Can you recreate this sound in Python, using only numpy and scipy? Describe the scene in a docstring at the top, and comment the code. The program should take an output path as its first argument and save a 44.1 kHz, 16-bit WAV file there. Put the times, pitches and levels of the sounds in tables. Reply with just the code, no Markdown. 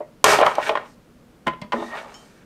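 """A hand pulls a hard plastic panel off a metal door in a small room, while a fan hums throughout.
After faint knocks a clip snaps, and the panel grinds out of its seat with more knocks: each knock rings
the panel's own tones, and the grinding is a stream of tiny slips while the door booms along as low noise.
The panel is set down on the ground with low thumps, bounces, and slides with a faint squeak, a wavering
tone. Last, a small metal part clinks: short taps set its tones ringing. The fan is shaped noise with hum."""
import sys
import numpy as np
from scipy import signal
from scipy.fft import rfft, irfft, next_fast_len
from scipy.io import wavfile

SR = 44100
rng = np.random.default_rng(int(sys.argv[2]) if len(sys.argv) > 2 else 0)


def amplitude_ratio(level_db):
    """Convert a level in decibels to the matching linear amplitude (field) ratio."""
    exponent = np.asarray(level_db, float) / 20
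    return 10 ** exponent


def wav_out(sig):
    """Save sig, one row per channel (or a flat mono array), as 16-bit PCM at SR to the path in sys.argv[1]."""
    wavfile.write(sys.argv[1], SR, np.round(np.clip(np.atleast_2d(sig).T, -1, 1) * 32767).astype(np.int16))


N = 108045

# how strongly the panel rubs while it is pulled out:
# (time [s], level at 250-1400 Hz [dB], level at 1400-4000 Hz [dB], level at 4-16 kHz [dB])
PULL_LEVELS = [(.244, -19.5, -19, -47), (.26, -14, -15.5, -28), (.30, -16, -16, -23.5),
               (.33, -16.5, -18, -25), (.37, -20.5, -22.5, -34.5), (.405, -18, -29.5, -40.5),
               (.425, -28.5, -23, -78), (.46, -18, -31, -47), (.50, -28.5, -33, -48),
               (.54, -35, -39.5, -51.5), (.575, -31.5, -38.5, -66), (.61, -35.5, -36.5, -50.5),
               (.63, -33.5, -27.5, -44), (.685, -31.5, -28, -40), (.72, -29.5, -56, -73),
               (.75, -40, -61, -76), (.80, -38, -45.5, -74.5), (.87, -51.5, -56.5, -62.5),
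               (.95, -71.5, -69, -64)]
# colour of the grit and the cracks: (frequency [Hz], level per Hz [dB])
TREBLE_COLOUR = [(1800, -31.5), (3000, -8), (4200, 1.5), (6080, 0.5), (7930, -4), (8740, -1),
                 (10200, -14.5), (11800, -10), (13000, -15.5), (16500, -26.5)]


def rms_one(x):
    """Scale a signal to an rms (average strength) of 1."""
    return x / np.sqrt(np.mean(x ** 2) + 1e-20)


def in_time(rows):
    """Draw each column of a table as a curve over time, behind a gate open only within the table's span."""
    times, *columns = np.transpose(rows)
    t = np.arange(N) / SR
    to_nearest_end = np.minimum(t - times[0], times[-1] - t)
    gate = np.clip(to_nearest_end / 0.004, 0, 1)  # fades of 4 ms
    return [gate] + [np.interp(t, times, column) for column in columns]


def ring(x, hz, t60):
    """A unit click sets a sine of height 1 ringing; it fades by 60 dB in t60 seconds."""
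    r = amplitude_ratio(-60 / (t60 * SR))
    w = 2 * np.pi * hz / SR
    return signal.lfilter([0, np.sin(w)], [1, -2 * r * np.cos(w), r * r], x + 1e-18)


def resonance(x, hz, width_hz):
    """A two-pole resonance favours sound near one frequency, with gain 1 at its top."""
    r = np.exp(-np.pi * width_hz / SR)
    top = np.array([1, 0, -1]) * (1 - r * r) / 2
    return signal.lfilter(top, [1, -2 * r * np.cos(2 * np.pi * hz / SR), r * r], x)


def coloured(x, points):
    """Shape a signal by a spectrum drawn on a log-frequency axis, then scale it to rms 1."""
    hz, db = np.transpose(points)
    f = np.fft.rfftfreq(len(x), 1 / SR) + 1
    gain = amplitude_ratio(np.interp(np.log(f), np.log(hz), db))
    return rms_one(irfft(rfft(x) * gain, len(x)))


def flutter(width_hz, size):
    """Slow random wandering of rms 1: noise through a two-pole low-pass."""
    r = np.exp(-np.pi * width_hz / SR)
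    noise = rng.standard_normal(size + SR)
    return rms_one(signal.lfilter([1], [1, -2 * r, r * r], noise)[SR:])  # skip the filter's start


def grains(rate):
    """Random clicks of uneven size and either sign, on average `rate` per second."""
    spread_db = 2
    sizes = amplitude_ratio(spread_db * np.minimum(rng.exponential(1, N), 5)) * rng.choice([-1, 1], N)
    return sizes * (rng.random(N) < rate / SR)


def add(out, s, sound):
    """Mix a sound in at a time in seconds."""
    i = int(s * SR)
    out[i:i + len(sound)] += sound[:N - i]


def knocks():
    """Each knock rings the panel's tones near its colour, slightly shifted as the panel bends, with a dense
    body tail, a clack and a crack; softer contacts clack less, rise slower and colour narrower."""
    # knocks on the panel: (time [s], level [dB], centre of the contact's colour [Hz],
    # clack relative to the knock [dB], crack relative to the knock [dB], share of the full ring time [1])
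    blows = [(.004, -15, 545, -40, -62, 0.4), (.005, -41, 1850, -72, -60, 0.82),
             (0.2418, 7, 840, -15, -9, 0.088), (0.279, 1, 595, -56, -45.5, 0.31),
             (0.321, 5, 825, -40, -50, 0.098), (0.388, -3.5, 690, -17, -41, 0.17),
             (.412, -1, 580, -19.5, -27, 0.22), (.417, 8.5, 640, -71.5, -43.5, 0.37),
             (.431, 0.5, 910, -37, -57, 0.28), (.463, -6, 1500, -11.5, -18.5, 0.13),
             (0.465, 7.5, 980, -37, -42, 0.15), (0.476, 7, 930, -41.5, -49, 0.14),
             (0.486, -7.5, 1010, -45, -46, 0.14), (.513, -14, 910, -25.5, -41, 0.21),
             (0.553, -30, 1030, -1.5, -1, 0.11), (.582, 6, 690, -46, -47, 0.17),
             (0.599, -10, 1000, -44, -60, 0.18), (0.6924, -15, 1200, -1, -18.5, 0.3),
             (.692, -12.5, 556, -41, -45, 0.88), (0.753, -13.5, 970, -13, -31, 0.43),
             (0.772, -13, 935, -15.5, -54, 0.27), (.857, -36.5, 1145, -11, -32, 0.24),
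             (1.4649, -20.5, 1000, -17, -35.5, 0.14), (1.4688, -10, 1080, -17.5, -22, 0.33),
             (1.469, -18.5, 1850, -48.5, -65, 0.59), (1.478, -13.5, 1030, -12.5, -24, 0.37),
             (1.534, -33, 885, -6, -27, 0.4), (1.615, -23.5, 2880, -25.5, -18, 0.2),
             (1.618, -27.5, 2090, -40, -57.5, 0.41), (1.617, -32.5, 770, -26, -38, 1.0),
             (1.721, -12.5, 1500, -17.5, -29, 0.32), (1.73, -10.5, 1050, -29.5, -29, 0.36),
             (1.738, -6, 450, -48, -49.5, 0.23), (1.822, -21, 774, -32, -41, 0.54)]
    # tones of the panel: (frequency [Hz], level [dB], full 60 dB ring time before the share [s])
    panel_tones = [(355, -2, 0.23), (450, 2, 0.16), (594, 4, 0.13), (657, 2.5, 0.12), (842.7, 2.5, 0.12),
                   (1013, 8, 0.082), (1024, -3.5, 0.33), (1200, -10.5, 0.22), (1429, -6.5, 0.29),
                   (1850, -2.5, 0.17), (2090, -3, 0.22), (2610, -9.5, 0.077)]
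    # hard edge of the contact: (frequency [Hz], width [Hz], level [dB])
    clack_peaks = [(2495, 120, 10), (2996, 410, 8), (3250, 250, -9)]
    hardest_rise_s, hardest_octaves = 0.00041, 1.31  # for a clack at 0 dB
    soft_slower, soft_narrower = 0.34, 0.21  # dB per dB of missing clack
    tone_spread_db, bend_share = 3, 0.02  # random level and pitch of each tone
    tones_db, body_db, tail_db = -7.5, -11.5, -17
    full_body_t60_s, clack_t60_s = 0.2, 0.024
    crack_t60_s, crack_tail_t60_s, crack_rise_s = 0.014, 0.071, 0.001

    out, t = np.zeros(N), np.arange(SR // 2) / SR
    for s, db, hz, clack_db, crack_db, share in blows:
        rise_s = hardest_rise_s * amplitude_ratio(-soft_slower * clack_db)
        rise = (1 - np.exp(-t / rise_s)) ** 2
        octaves = hardest_octaves * amplitude_ratio(soft_narrower * clack_db)

        tones = np.zeros(len(t))
        for f, tone_db, t60 in panel_tones:
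            level_chance, bend_chance, phase = rng.standard_normal(3)
            # tones further from the knock's colour are weaker
            start_db = tone_db + tone_spread_db * level_chance - 5.66 * (np.log2(f / hz) / octaves) ** 2
            bent_hz = f * (1 + bend_share * bend_chance)
            tones += amplitude_ratio(start_db - 60 * t / (t60 * share)) * np.sin(2 * np.pi * bent_hz * t + phase)

        body = rng.standard_normal(len(t))
        for _ in range(3):
            body = resonance(body, hz, 2.07 * octaves * hz)
        tail = amplitude_ratio(-60 * t / (full_body_t60_s * share))
        body = rms_one(body) * tail

        edge_noise = rng.standard_normal(len(t))
        clack = rms_one(sum(amplitude_ratio(p) * resonance(resonance(edge_noise, f, w), f, 2 * w)
                            for f, w, p in clack_peaks))
        clack *= amplitude_ratio(-60 * t / clack_t60_s) + amplitude_ratio(tail_db) * tail

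        crack = coloured(rng.standard_normal(len(t)), TREBLE_COLOUR)
        crack *= amplitude_ratio(-60 * t / crack_t60_s) + amplitude_ratio(tail_db - 60 * t / crack_tail_t60_s)
        crack *= np.minimum(t / crack_rise_s, 1)

        ringing = rise * (amplitude_ratio(tones_db) * tones + amplitude_ratio(body_db) * body)
        add(out, s, amplitude_ratio(db) * (ringing + amplitude_ratio(clack_db) * clack + amplitude_ratio(crack_db) * crack))
    return out


def rubbing(levels):
    """Dense small slips drive the panel's broad resonances; finer grit makes the treble."""
    # resonances under the rubbing, low and middle: (frequency [Hz], width [Hz], level [dB])
    low_peaks = [(418.4, 65, -6), (598, 83, 4), (630, 160, 1.5), (877, 150, 2), (976, 270, -1.5),
                 (1180, 230, -2)]
    mid_peaks = [(1430, 340, 0.5), (1840, 160, 1), (2270, 100, 0), (2774, 520, -3.5), (3047, 580, -4.5),
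                 (3670, 1000, -12.5)]
    slips_per_s, grit_per_s = 1500, 21000

    def through(peaks):
        """Neighbouring resonances answer with opposite signs."""
        return rms_one(sum((-1) ** k * amplitude_ratio(p) * resonance(slips, f, w) for k, (f, w, p) in enumerate(peaks)))

    gate, low_db, mid_db, high_db = in_time(levels)
    slips = grains(slips_per_s)
    grit = coloured(grains(grit_per_s), TREBLE_COLOUR)
    return gate * (amplitude_ratio(low_db) * through(low_peaks) + amplitude_ratio(mid_db) * through(mid_peaks) + amplitude_ratio(high_db) * grit)


def door_boom():
    """The door rumbles while the panel grinds on it: low noise that follows the rubbing."""
    gate, db, *_ = in_time(PULL_LEVELS)
    rumble = rms_one(resonance(rng.standard_normal(N), 140, 170.0))
    return gate * amplitude_ratio(db - 19) * rumble  # 19 dB below the low rubbing


def squeak():
    """An edge sticks and slips: a wavering tone and a blurred band an octave up."""
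    # the squeak's path: (time [s], pitch [Hz], level of the tone [dB], level of the octave band [dB])
    squeak_path = [(1.76, 1804, -37, -56), (1.80, 1810, -56, -49), (1.875, 1878, -38.5, -51.5),
                   (1.915, 1875, -50, -61), (1.93, 1840, -35, -64), (1.952, 1903, -34, -59),
                   (1.965, 1825, -52, -66), (2.02, 1850, -59, -71)]
    gate, hz, db, octave_db = in_time(squeak_path)
    phase = 2 * np.pi * np.cumsum(hz) / SR
    tone = (1 + flutter(70, size=N)) * np.sin(phase)
    octave = flutter(350, size=N) * np.sin(2 * phase)
    return gate * (amplitude_ratio(db) * tone + amplitude_ratio(octave_db) * octave)


def thumps():
    """Soft, unsteady low pushes of the door and the ground under the big blows: fading, wavering sines."""
    # low booms: (time [s], level [dB], frequency [Hz], 60 dB fade time [s])
    booms = [(0.24, -34.5, 60, .15), (1.47, -27.5, 163, 0.27), (1.467, -23, 231, 0.16),
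             (1.47, -25, 338.7, 0.14), (1.476, -48.5, 60.3, 0.97), (1.62, -23, 169, 0.054),
             (1.646, -30.5, 213, 0.097), (1.74, -25, 235.2, 0.42), (1.784, -27.5, 336.3, 0.3),
             (1.732, -27, 426, 0.38), (1.814, -27.5, 227, 0.14), (1.853, -36, 229.6, 0.23)]
    waver_depth, waver_hz, rise_s = 0.4, 30, 0.0022
    out, t = np.zeros(N), np.arange(SR // 2) / SR
    for s, db, hz, t60 in booms:
        waver = waver_depth * (1 - np.exp(-t * waver_hz)) * flutter(waver_hz, size=len(t))
        # the same waver, run backwards, unsettles the phase
        tone = np.sin(2 * np.pi * hz * t + waver[::-1])
        add(out, s, amplitude_ratio(db - 60 * t / t60) * (1 + waver) * tone * np.minimum(t / rise_s, 1))
    return out


def clink():
    """A small metal part taps and bounces: a click with a short burst of noise rings its tones."""
    # taps of the metal part: (time [s], level [dB])
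    taps = [(2.142, -33), (2.154, -45)]
    # tones of the metal part: (frequency [Hz], level [dB], 60 dB ring time [s])
    metal_tones = [(2961, -18, 0.37), (3127, -21.5, 0.33), (4370, -25.5, 0.2), (5130, -21, 0.033),
                   (5421, -19, 0.12), (6417, -19, 0.18), (6600, -15, 0.09), (6880, -27, 0.22),
                   (7350, -26, 0.25)]
    out, t = np.zeros(N), np.arange(SR // 2) / SR
    tap = (t == 0) + 0.19 * rng.standard_normal(len(t)) * np.exp(-t / 0.005)
    for s, db in taps:
        # each tone varies by 1.5 dB from tap to tap
        ringing = sum(amplitude_ratio(tone_db + 1.5 * rng.standard_normal()) * ring(tap, hz, t60)
                      for hz, tone_db, t60 in metal_tones)
        add(out, s, amplitude_ratio(db) * ringing)
    return out


def room(x):
    """Echoes between the walls: ten feedback delays, duller on every round."""
    t60_s, wall_cut_hz = 0.29, 9000
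    size = next_fast_len(N + SR)
    w = 2 * np.pi * np.fft.rfftfreq(size)
    dull = 1 / (1 + 1j * w * SR / (2 * np.pi * wall_cut_hz))
    echoes = 0
    for k, lag_s in enumerate(rng.uniform(0.0087, 0.03, size=10)):
        one_round = amplitude_ratio(-60 * lag_s / t60_s) * dull * np.exp(-1j * w * lag_s * SR)
        echoes = echoes + (-1) ** k * one_round / (1 - one_round)  # all rounds added up
    return irfft(rfft(x, size) * echoes, size)[:N]


def background():
    """Fan air is noise with a drawn spectrum; mains hum is noise squeezed into narrow bands."""
    # colour of the fan air: (frequency [Hz], level per Hz [dB])
    air_colour = [(15, -38), (25, -4.5), (103, -9.5), (150, -4), (182, -3.5), (380, -9), (470, -9.5),
                  (854, -19.5), (1360, -20.5), (1880, -25.5), (16500, -41.5)]
    # mains hum: (frequency [Hz], level [dB])
    hum_tones = [(120, -70), (240, -59.5)]
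    hum = sum(amplitude_ratio(db) * rms_one(resonance(rng.standard_normal(N), hz, 5.2)) for hz, db in hum_tones)
    return amplitude_ratio(-52.5) * coloured(rng.standard_normal(N), air_colour) + hum


def scene():
    """Panel and metal in the room, over the background; the thin panel radiates little bass."""
    # how strongly the panel slides on the ground:
    # (time [s], level at 250-1400 Hz [dB], level at 1400-4000 Hz [dB], level at 4-16 kHz [dB])
    slide_levels = [(1.74, -36, -54, -58), (1.80, -33.5, -43, -56.5), (1.86, -45, -49.5, -53.5),
                    (1.915, -41, -44.5, -56), (1.94, -30, -38.5, -65), (1.96, -32.5, -36.5, -53.5),
                    (1.985, -37, -34, -52.5), (2.03, -41, -48, -57.5), (2.07, -42.5, -49.5, -65),
                    (2.13, -46.5, -50, -59), (2.2, -54.5, -59.5, -58.5), (2.44, -70, -59.5, -70)]
    panel = knocks() + rubbing(PULL_LEVELS) + rubbing(slide_levels) + squeak()
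    little_bass = signal.butter(4, 190, "high", fs=SR, output="sos")
    near = signal.sosfilt(little_bass, panel) + door_boom() + thumps() + clink()
    return (near + amplitude_ratio(-20) * room(near) + background())[None]


def band_limit(x):
    """A steep low-pass at the top of the band."""
    return signal.sosfilt(signal.butter(12, 17150, fs=SR, output="sos"), x)


def record(dry):
    """The loudest snap overloads the input, which bends its peaks over softly; the top is cut."""
    overload = 0.97  # no peak passes this height
    clipped = dry / (1 + (dry / overload) ** 6) ** (1 / 6)
    top_cut = signal.cheby2(16, 100, 16900, fs=SR, output="sos")
    mix = signal.sosfilt(top_cut, clipped)
    return band_limit(mix)


dry = scene()
out = record(dry)
wav_out(out)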